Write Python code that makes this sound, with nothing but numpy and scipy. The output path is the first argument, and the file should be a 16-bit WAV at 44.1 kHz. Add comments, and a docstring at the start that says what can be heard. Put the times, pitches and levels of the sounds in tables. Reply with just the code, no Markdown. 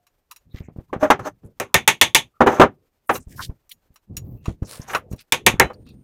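"""In a garage, a hammer taps a screwdriver against a plastic fan on a motor shaft, in two quick clusters.
The blows are fixed resonances and dying coloured noise. Around them tools land on the bench and drag
along it, the blade ticks on the part, and rubs and low rumbles swell as bands of grainy noise. The shirt
rumbles over and bumps a lapel microphone, which overloads on the loudest blows; late on, a thin tone holds."""
import sys
import numpy as np
from scipy import signal
from scipy.fft import rfft, irfft, next_fast_len
from scipy.io import wavfile
from scipy.ndimage import map_coordinates

SR = 44100
rng = np.random.default_rng(int(sys.argv[2]) if len(sys.argv) > 2 else 0)


def dump_mix(stems):
    """Bounce the given channels to the path in sys.argv[1] as a 16-bit WAV at rate SR."""
    frames = np.atleast_2d(stems).T  # one column per channel
    limited = np.clip(frames, -1, 1)  # hard clip at full scale
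    pcm = np.round(limited * 32767).astype(np.int16)
    wavfile.write(sys.argv[1], SR, pcm)


def volts_from_decibels(level):
    """Turn decibel levels (scalar or array-like) into linear amplitude factors."""
    exponent = np.asarray(level, float) / 20
    return 10 ** exponent


N = 265967


def unit(x):
    """Normalisation: scale to rms 1."""
    return x / np.sqrt(np.mean(x ** 2) + 1e-20)


def along(points, hz):
    """Interpolation on a logarithmic frequency axis, of points (frequency_hz, value)."""
    f, v = np.transpose(points)
    return np.interp(np.log(hz + 1), np.log(f + 1), v)


def shelf(hz, corner_hz, db):
    """Shelving response: gain moves smoothly by db from below the corner to above it."""
    return volts_from_decibels(db * hz ** 2 / (hz ** 2 + corner_hz ** 2))


def filtered(x, response):
    """Linear filtering: the spectrum of x times a response given as a function of frequency."""
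    m = next_fast_len(len(x) + 4096)
    return irfft(rfft(x, m) * response(np.fft.rfftfreq(m, 1 / SR)), m)[:len(x)]


def resonant(peaks, hz):
    """Modal superposition: a sum of damped second-order resonances of alternating sign."""
    return sum((-1) ** k * volts_from_decibels(db) * 1j * hz * width / (centre ** 2 - hz * hz + 1j * hz * width)
               for k, (centre, width, db) in enumerate(peaks))


def modes(peaks, t, sustain):
    """Free vibration: a blow rings every mode at a random strength; narrow resonances last longer."""
    hz, width, db = np.transpose(peaks)[:, :, None]
    # where a blow lands shifts each resonance, by about 1.2 %
    hz = hz * (1 + .012 * rng.standard_normal(hz.shape))
    strength = volts_from_decibels(db + 1.7 * rng.standard_normal(hz.shape))
    rings = strength * np.exp(-np.pi * width * t / sustain) * np.sin(2 * np.pi * hz * t)
    return rings.sum(0) / np.sqrt(np.sum(volts_from_decibels(2 * db)))


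def dying(gain, t60, size):
    """High modal density: coloured noise, each frequency decaying at its own rate; first 10 ms at rms 1."""
    hz, t, z = signal.stft(rng.standard_normal(size), SR, nperseg=128)
    decaying = signal.istft(z * volts_from_decibels(-60 * t / t60(hz)[:, None]), SR, nperseg=128)[1][:size]
    coloured = filtered(decaying, gain)
    return coloured / np.sqrt(np.mean(coloured[:SR // 100] ** 2))


def waver(db, rate):
    """Random amplitude modulation: a gain that wanders by about db, with rate new values a second."""
    return volts_from_decibels(db * map_coordinates(rng.standard_normal(N // 20), [np.arange(N) * rate / SR]))


def rough_noise(spectrum, grain_db, rate):
    """Modulated random noise: coloured, stuttering in level, rms 1."""
    noise = waver(grain_db, rate) * rng.standard_normal(N)
    return unit(filtered(noise, lambda hz: volts_from_decibels(along(spectrum, hz))))


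def strokes(rows, rise, fall):
    """Exponential envelopes: one gain per level column; rise, hold and fall at set dB per second."""
    t = np.arange(N) / SR
    shape = lambda s, hold: -rise * np.maximum(s - t, 0) - fall * np.maximum(t - s - hold, 0)
    return sum(volts_from_decibels(np.array(dbs)[:, None] + shape(s, hold)) for s, hold, *dbs in rows)


def add(track, s, sound):
    """Linear superposition: mix a sound in at time s."""
    part = track[round(s * SR):][:len(sound)]
    part += sound[:len(part)]


# spectrum of the quiet garage: frequency_hz, relative_level_db
AIR = [(12, -33), (20, 1.5), (65, -2), (204, -13.5), (388, -12), (527, -13.5), (3440, -27), (12000, -32.5),
       (14400, -23), (16000, -38)]


def quiet_air():
    """Stationary background noise: a coloured random hiss and hum with a slight waver."""
    return volts_from_decibels(-71.5) * rough_noise(AIR, grain_db=3.0, rate=53)


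# decay of the room: frequency_hz, t60_s
GARAGE = [(100, 0.13), (1000, 0.15), (10000, 0.19)]


def garage(x):
    """Reverberation by convolution: a diffuse tail, each frequency dying at its own speed."""
    tail = dying(lambda hz: 1, lambda hz: along(GARAGE, hz), SR // 2)
    late = np.pad(x, (400, 0))  # the tail starts 9 ms behind the direct sound
    return signal.fftconvolve(late, tail / np.linalg.norm(tail))[:N]


# thin steady tone near the end: start_s, level_db
WHINE = (5.75, -76)


def whine():
    """Pure tone: a single sine that fades in within 14 ms and holds to the end."""
    start, db = WHINE
    t = np.arange(N) / SR
    return volts_from_decibels(db) * np.sin(2 * np.pi * 8800 * t) * np.clip((t - start) / 0.014, 0, 1)


# shirt dragging over the microphone: hold_start_s, hold_s, rumble_level_db
SHIRT = [(0, 0.018, -76), (.46, 0.3, -57.5), (.9, 0.46, -53.5), (1.432, .025, -53.5), (1.51, .06, -67),
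         (2.2, .06, -58), (2.75, .06, -65), (3.19, 0.0077, -38.5), (3.31, 0.18, -41.5),
         (3.74, 0.021, -66.5), (3.9, 0.024, -63.5), (4.105, 0.26, -36), (4.4, .15, -49), (4.6, .18, -56),
         (4.84, 0.2, -53), (5.06, 0.081, -51), (5.35, 0.12, -53), (5.47, .06, -30.5), (5.6, .055, -31),
         (5.72, 0.28, -47)]
# spectrum of the dragging cloth: frequency_hz, relative_level_db
CLOTH = [(12, -21.5), (20, -3.5), (125, 9), (275, -4.5), (326, -8), (555, -19), (809, -28), (1200, -39),
         (1560, -67), (2640, -120)]
# shirt bumps on the microphone: push_s, push_level_db, sign (+1 push, -1 pull), time_scale_s
BUMPS = [(0.546, -17, 1, 0.0014), (0.607, -18, -1, 0.0012), (0.686, -22, -1, 0.00066),
         (0.763, -23, 1, 0.0007), (0.787, -16, -1, 0.0011), (.964, -13, 1, 0.00063),
         (1.22, -28.5, 1, 0.0008), (1.455, -27.5, 1, 0.00112), (3.272, -24.5, 1, 0.0019),
         (3.496, -14.5, 1, 0.0018), (3.906, -42, 1, 0.0017), (4.483, -5.5, 1, 0.00115),
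         (4.624, -8, -1, 0.0012), (4.798, -18, -1, 0.001), (5.116, -15.5, -1, 0.001),
         (5.135, -13.5, 1, 0.0011), (5.541, -10, 1, 0.00081)]


def shirt():
    """Near-field pressure on the capsule: a lumpy rumble, and single pushes with rebound and shudder."""
    drag = strokes(SHIRT, rise=980, fall=570)[0] * waver(1.5, rate=18)
    out = drag * rough_noise(CLOTH, grain_db=2.5, rate=99)
    t = np.arange(SR // 5) / SR
    for s, db, sign, width in BUMPS:
        u = (t - .02) / width  # the push is centred 20 ms into its window
        push = np.exp(-1.2 * (np.sqrt(u ** 2 + 0.14) - .2))
        dip_before = 0.06 * np.exp(-((u + 3.2) / 0.8) ** 2)
        rebound = 0.38 * np.exp(-((u - 2.5) / 3.3) ** 2)
        add(out, s - .02, np.sign(sign) * volts_from_decibels(db) * (push - dip_before - rebound))
        shudder = dying(lambda hz: hz / (hz ** 2 + 90 ** 2) * 1500 ** 2 / (hz ** 2 + 1500 ** 2),
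                        lambda hz: 0.17 * (hz / 100 + 1) ** -.3, len(t))
        add(out, s, volts_from_decibels(db - 22.5) * shudder * (1 - np.exp(-t / 0.0048)))
    return out


# bands of swelling noise (rubs, low bench or motor rumble, a fading ring):
# strongest_s, level_db, fall_s, centre_hz, spread_octaves
SWELLS = [(0, -71, 0.074, 723, 0.014), (.32, -43.5, 0.0064, 1116, 0.18), (0.574, -49.5, 0.02, 2140, 0.93),
          (0.569, -64.5, .03, 13380, .2), (.52, -66, 0.011, 3800, 0.11), (0.652, -64, 0.012, 6630, 0.18),
          (0.647, -64.5, 0.038, 2040, 0.32), (.9, -58, 0.0064, 990, 0.23), (1.254, -57, .014, 4300, .08),
          (1.47, -55, .03, 450, .3), (1.46, -63, 0.01, 9080, .4), (1.72, -64, .025, 1100, .3),
          (2.76, -63, .06, 350, .4), (2.368, -63, 0.021, 1254, .1), (3.13, -42, .03, 12500, .5),
          (3.155, -34, .015, 12500, 0.65), (3.216, -57, 0.016, 7150, 0.31), (3.329, -60, 0.017, 1950, 0.18),
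          (3.319, -52, 0.022, 9200, 1.2), (3.403, -33.5, 0.013, 1040, .48),
          (3.409, -44.5, 0.038, 7996, 1.2), (3.435, -33, 0.014, 3760, 0.7), (3.44, -43, 0.017, 10870, 0.68),
          (3.718, -42.5, 0.0064, 3100, .4), (4.301, -63, 0.067, 14200, 0.21), (4.43, -71.5, .04, 2660, .06),
          (4.484, -51.5, 0.028, 2460, 1.3), (4.666, -51, 0.013, 6000, 0.26), (4.725, -39, 0.035, 3800, 2.1),
          (4.797, -57, 0.041, 10310, 0.37), (4.822, -50, 0.014, 5700, .22), (4.798, -51.5, .07, 1330, 0.97),
          (4.95, -41, 0.021, 11460, 0.37), (4.72, -52, .06, 400, .4), (5.05, -52, .07, 450, .5),
          (5.121, -51.5, 0.0087, 8650, 0.85), (5.201, -46.5, 0.013, 3000, 1),
          (5.214, -53.5, 0.0078, 13910, 0.41), (5.42, -48, .03, 330, .4), (5.58, -48, .02, 1100, .6),
          (5.77, -51, .03, 400, .5), (5.92, -50, .07, 280, .4), (5.743, -56, 0.0061, 4530, 0.088),
          (5.891, -57, 0.019, 3870, 0.18), (5.889, -60, 0.017, 2603, 0.076)]


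def noise_swells():
    """Band-limited random noise: rubs, low rumble and a fading ring swell and fade, grainy and crackling."""
    out, t = np.zeros(N), np.arange(-SR // 5, SR // 3) / SR
    rise_over_fall, grain_db, crackles_per_s, crackle_db = .85, 3, 300, 16.5
    for s, db, fall, centre, spread in SWELLS:
        grain = volts_from_decibels(grain_db * map_coordinates(rng.standard_normal(400), [(t - t[0]) * 250]))
        # crackles: single samples jump out at random
        grain = grain * volts_from_decibels(crackle_db * (rng.random(len(t)) < crackles_per_s / SR))
        band = lambda hz: np.exp(-.5 * (np.log2((hz + 1) / centre) / spread) ** 2)
        # patchy spectrum: a random level every third of an octave
        patches = lambda hz: volts_from_decibels(3 * np.interp(np.log2(hz + 1), np.arange(45) / 3, rng.standard_normal(45)))
        noise = unit(filtered(grain * rng.standard_normal(len(t)), lambda hz: band(hz) * patches(hz)))
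        swell = np.exp(-.5 * (t / np.where(t < 0, rise_over_fall * fall, fall)) ** 2)
        early = max(0, round((-s - t[0]) * SR))  # samples that fall before the start
        add(out, max(0, s + t[0]), (volts_from_decibels(db) * swell * noise)[early:])
    return out


# blade tip against the part: start_s, relative_level_db, tilt_db_per_octave
TICKS = [(0.0672, -45, -0.5), (0.3117, -26, 2), (0.3613, -33, 2), (3.155, -18, -5), (3.693, -31.5, 6),
         (3.7157, -22, 10), (3.9417, -39.5, 17), (3.9585, -37.5, -1), (4.1674, -14, 3.5),
         (4.4564, -21.5, -6.5), (4.6288, -44, -1.5), (4.7294, -30.5, -5.5), (4.9482, -5, -8),
         (5.1265, -32.5, 1.5), (5.1611, -43.5, 5), (5.7326, -48, 0), (5.8652, -47, -3.5), (5.888, -47, 0.5)]
# resonances of the steel tip: frequency_hz, width_hz, level_db
TIP = [(1090, 330, -8.5), (2750, 260, -5.5), (3992, 100, -9), (5655, 120, -4), (6820, 31, -5.5),
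       (10450, 150, -10.5), (10320, 86, -12.5), (12004, 120, -7)]


def blade_ticks():
    """Impact excitation of a small body: light contacts of the steel tip, short, thin and resonant."""
    out, t = np.zeros(N), np.arange(SR // 8) / SR
    for s, db, tilt_db in TICKS:
        tilt = lambda hz: volts_from_decibels(tilt_db * np.log2((hz + 1) / 4000))
        thin = lambda hz: hz ** 2 / (hz ** 2 + 900 ** 2)
        colour = lambda hz: tilt(hz) * thin(hz) * (0.11 + resonant(TIP, hz))
        tick = dying(colour, lambda hz: 0.064 * ((hz + 500) / 4000) ** -.15, len(t))
        add(out, s, volts_from_decibels(db - 13.0) * tick * (1 - np.exp(-t / 0.00023)))
    return out


# resonances of the bench top: frequency_hz, width_hz, level_db
BENCH = [(226, 40, -8), (306, 53, -4), (401, 70, -2), (432, 45, -8.5), (500, 55, -5), (605, 40, -2),
         (790, 60, -5.5), (1250, 55, -1), (1760, 60, -20)]
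# broad response of the bench top: frequency_hz, relative_level_db
BENCH_BODY = [(35, -49), (60, -17.5), (400, -4.5), (678, -2.5), (767, -0.5), (1090, -2), (1230, 0.5),
              (1660, -9), (4000, -31.5), (5200, -65.5), (8800, -120)]


def bench_colour(hz):
    """Plate response: the broad colour of the bench top plus its separate resonances."""
    peaks = resonant(BENCH, hz) * 2000 ** 2 / (hz ** 2 + 2000 ** 2)
    return 0.67 * volts_from_decibels(along(BENCH_BODY, hz)) + 1.1 * peaks


def thud(t):
    """Low-frequency body motion: the whole bench rocks on its legs."""
    rock = dying(lambda hz: hz ** 2 * 130 / (hz ** 4 + 130 ** 4), lambda hz: .2 + 0 * hz, len(t))
    return rock * (1 - np.exp(-t / .006))


# decay of the bench before each contact's factor: frequency_hz, t60_s
BENCH_T60 = [(100, 0.17), (300, 0.12), (1000, 0.1), (3000, 0.12), (12000, 0.059)]
# gritty edge of a hard contact: frequency_hz, relative_level_db
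GRIT = [(2000, -6.5), (4500, -9.5), (6200, -3), (8000, -10), (15000, -12), (17000, -34)]


def knock(t, decay, treble_db, weight_db=0, hard_db=0):
    """Contact mechanics: the bench answers a landing; weight drives its bass, hardness its top."""
    t60 = lambda hz: decay * along(BENCH_T60, hz)
    tone = lambda hz: shelf(hz, 450, -weight_db) * shelf(hz, 810, hard_db)
    wood = dying(lambda hz: bench_colour(hz) * tone(hz), t60, len(t))
    grit = dying(lambda hz: volts_from_decibels(along(GRIT, hz)), t60, len(t))
    planks = 0.53 * volts_from_decibels(np.minimum(weight_db, 0)) * modes(BENCH, t, 1.3 * decay)
    contact = 0.85 * dying(lambda hz: volts_from_decibels(along(BENCH_BODY, hz)) * tone(hz),
                           lambda hz: 0.052 + 0 * hz, len(t))
    return (wood + planks + contact + volts_from_decibels(treble_db + 7.5) * grit) * (1 - np.exp(-t / 0.0029))


# tools landing on the bench: start_s, relative_level_db, weight_db, hardness_db, wooden_handle_db
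KNOCKS = [(0.929, -15, -7, -5, -9), (1.028, -11.5, 4, 7.5, -7), (1.051, -17, -3, -1, -11),
          (1.102, 5.5, 1, 10.5, -16.5), (1.192, -22, 14, 9.5, -7), (1.432, -46, 15, -25, -28),
          (2.405, 0.5, 5.5, -7, -22.5), (2.414, -2, -7, -6, -18.5), (2.462, -4, 4.5, -2.5, -22),
          (2.469, 1, -2, 0.5, -18), (2.597, 5, 7.5, 3.5, -10.5), (2.613, 5, -3.5, 5.5, -14.5),
          (2.631, -1.5, 3.5, -4.5, -20.5), (3.093, -4, 1.5, 7, -39), (4.896, -22.5, -24, 41, -23),
          (4.932, -17, -33, 11, -23), (4.947, -11, -11.5, 16.5, -45), (5.699, -26, -11.5, -9.5, -18)]
# resonances of a wooden mallet handle: frequency_hz, width_hz, level_db
HANDLE = [(290, 30, -2), (600, 60, 0)]


def landings():
    """Impact and modal response: tools strike the bench, rock it and ring their wooden handles."""
    out, t = np.zeros(N), np.arange(SR // 4) / SR
    for s, db, weight_db, hard_db, handle_db in KNOCKS:
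        decay = 0.9 - 0.0016 * db  # light landings ring slightly longer
        edge_db = -32.5 + 0.59 * min(hard_db, 18)  # grittier for hard contacts
        rock_db = -31.5 + (0.42 - 1) * db + 0.68 * weight_db  # relative to the landing
        landing = volts_from_decibels(-7.5) * knock(t, decay, edge_db, weight_db, hard_db) + volts_from_decibels(rock_db) * thud(t)
        add(out, s, volts_from_decibels(db) * (landing + volts_from_decibels(handle_db + 3.5) * modes(HANDLE, t, 0.94)))
    return out


# tools dragged along the bench: hold_start_s, hold_s, wood_level_db, grit_level_db, wooden_handle_level_db
DRAGS = [(1.014, .03, -33, -47.5, -45), (1.034, 0.017, -22.5, -50, -15), (1.07, .03, -46, -62, -40),
         (1.2, .035, -46.5, -62.5, -60), (1.256, .025, -27.5, -44, -27), (2.485, .055, -22.5, -43, -27),
         (2.555, 0.036, -28, -50.5, -34.5), (3.145, .02, -30, -37.5, -50), (4.885, .045, -38.5, -43.5, -55)]
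# steel head on gritty wood: frequency_hz, width_hz, level_db
RASP = [(6250, 460, 3), (9200, 900, -1)]


def drags():
    """Stick-slip friction: a dragged tool catches and lets go, driving bench, grit and handle."""
    wood, grit, handle = strokes(DRAGS, rise=1400, fall=950)
    slips_per_s, slip_db = 180, 18.5
    slips = rng.standard_normal(N) * volts_from_decibels(slip_db * (rng.random(N) < slips_per_s / SR))
    hum = unit(filtered(slips, lambda hz: resonant(HANDLE, hz) ** 2))
    stutter = unit(filtered(slips, bench_colour))
    rasp = unit(filtered(rough_noise(GRIT, grain_db=2, rate=150), lambda hz: 1 + resonant(RASP, hz)))
    return handle * hum + wood * stutter + grit * rasp


# hammer blows: start_s, relative_level_db, bench_knock_db, handle_clack_db, fan_body_db
BLOWS = [(1.5988, -14.5, -7, -40.5, 1), (1.742, 1, -16, -11, 5.5), (1.8763, 4, -30.5, -9.5, 2),
         (2.0127, 4.5, -27, -2, 1), (2.1472, 4.5, -33.5, -4, -2), (5.3218, -3, -20.5, -4.5, 2),
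         (5.4637, 4.5, -14, -9, 2.5), (5.5972, 3, -11, -31, 13)]
# handle, blade and fan under the hammer: frequency_hz, width_hz, level_db
STRUCK = [(892, 64, 0), (1106, 22, -1), (1820, 58, -2), (2177, 74, 5.5), (2483, 630, -5), (2320, 44, -13.5),
          (3493, 26, -11), (3950, 79, -6), (6400, 810, -12.5)]
# their broad response: frequency_hz, relative_level_db
STRUCK_BODY = [(180, -28.5), (300, -5), (870, -2.5), (1390, -2), (2030, 4), (3520, -12.5), (4370, -14.5),
               (6200, -10), (7820, -12.5), (12700, -13.5), (16000, -27)]
# their decay before the ring factor: frequency_hz, t60_s
STRUCK_T60 = [(300, .18), (900, .15), (1500, .11), (2300, .15), (3500, .165), (5000, .12), (6400, .142),
              (7500, .125), (11000, .125), (15000, .1)]
# the blade singing on after the last blow: pitch_hz, level_db, t60_s
BLADE = [(3020, -38, .3), (3994, -30, .16)]


def hammer():
    """Impulsive excitation: a blow cracks, rings handle, blade and fan, jolts the bench via the motor."""
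    out, t = np.zeros(N), np.arange(SR // 3) / SR
    for s, db, knock_db, clack_db, body_db in BLOWS:
        treble_db = 2 - .45 * body_db  # more fan body, less treble
        fan = lambda hz: volts_from_decibels(body_db * np.exp(-(np.log2((hz + 1) / 1600) / .7) ** 2))
        struck = lambda hz: (.5 * volts_from_decibels(along(STRUCK_BODY, hz)) + 0.91 * resonant(STRUCK, hz)
                             + volts_from_decibels(clack_db) * np.abs(resonant([(3462, 360, 0.1)], hz)))
        colour = lambda hz: shelf(hz, 5000, treble_db) * fan(hz) * struck(hz)
        ring = dying(colour, lambda hz: .87 * along(STRUCK_T60, hz), len(t))
        # the handle's own short mode speaks first
        clack = volts_from_decibels(clack_db + 24.5 - 60 * t / 0.0088) * np.sin(2 * np.pi * 3500 * t)
        crack = 1.4 * dying(lambda hz: hz ** 2 / (hz ** 2 + 4000 ** 2) * shelf(hz, 12000, -16.5),
                            lambda hz: 0.011 + 0 * hz, len(t))
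        late_fall = np.exp(-(t / 0.1423) ** 3)  # the late ring falls away ever faster
        onset = np.clip(t / 0.0011, 0, 1) ** 3
        blow = onset * late_fall * (ring + 1.5 * modes(STRUCK, t, 0.47) + clack + crack)
        add(out, s, volts_from_decibels(db - 10.5) * blow)
        add(out, s, volts_from_decibels(db + knock_db - 2.0) * knock(t, 1.2, -32.5))
        # the bench rocks more when more of the blow reaches it
        add(out, s, volts_from_decibels(db - 20.5 + .4 * knock_db) * thud(t))
    sing = sum(volts_from_decibels(db - 60 * t / t60) * np.sin(2 * np.pi * hz * t) for hz, db, t60 in BLADE)
    break_off = np.exp(-(t / .12) ** 6)  # the singing breaks off after about 0.12 s
    add(out, BLOWS[-1][0] + .015, sing * np.clip(t / .03, 0, 1) * break_off)
    return out


def scene():
    """Superposition of fields: bench sounds in the room, noise swells, shirt at the capsule, tone, air."""
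    bench = hammer() + landings() + drags() + blade_ticks()
    room = volts_from_decibels(-36.0) * garage(bench)
    return (bench + room + noise_swells() + whine() + shirt() + quiet_air())[None]


def top_cut(x):
    """Nothing passes above the cut-off."""
    return signal.sosfilt(signal.butter(12, 16410, fs=SR, output="sos"), x)


def record(dry):
    """Amplitude saturation: the input stage overloads near full scale and drops the extreme treble."""
    clipped = dry / (1 + np.abs(dry / 1.02) ** 12) ** (1 / 12)
    dulled = filtered(clipped[0], lambda hz: 1 / (1 + (hz / 16000) ** 24))[None]
    return top_cut(dulled)


dry = scene()
out = record(dry)
dump_mix(out)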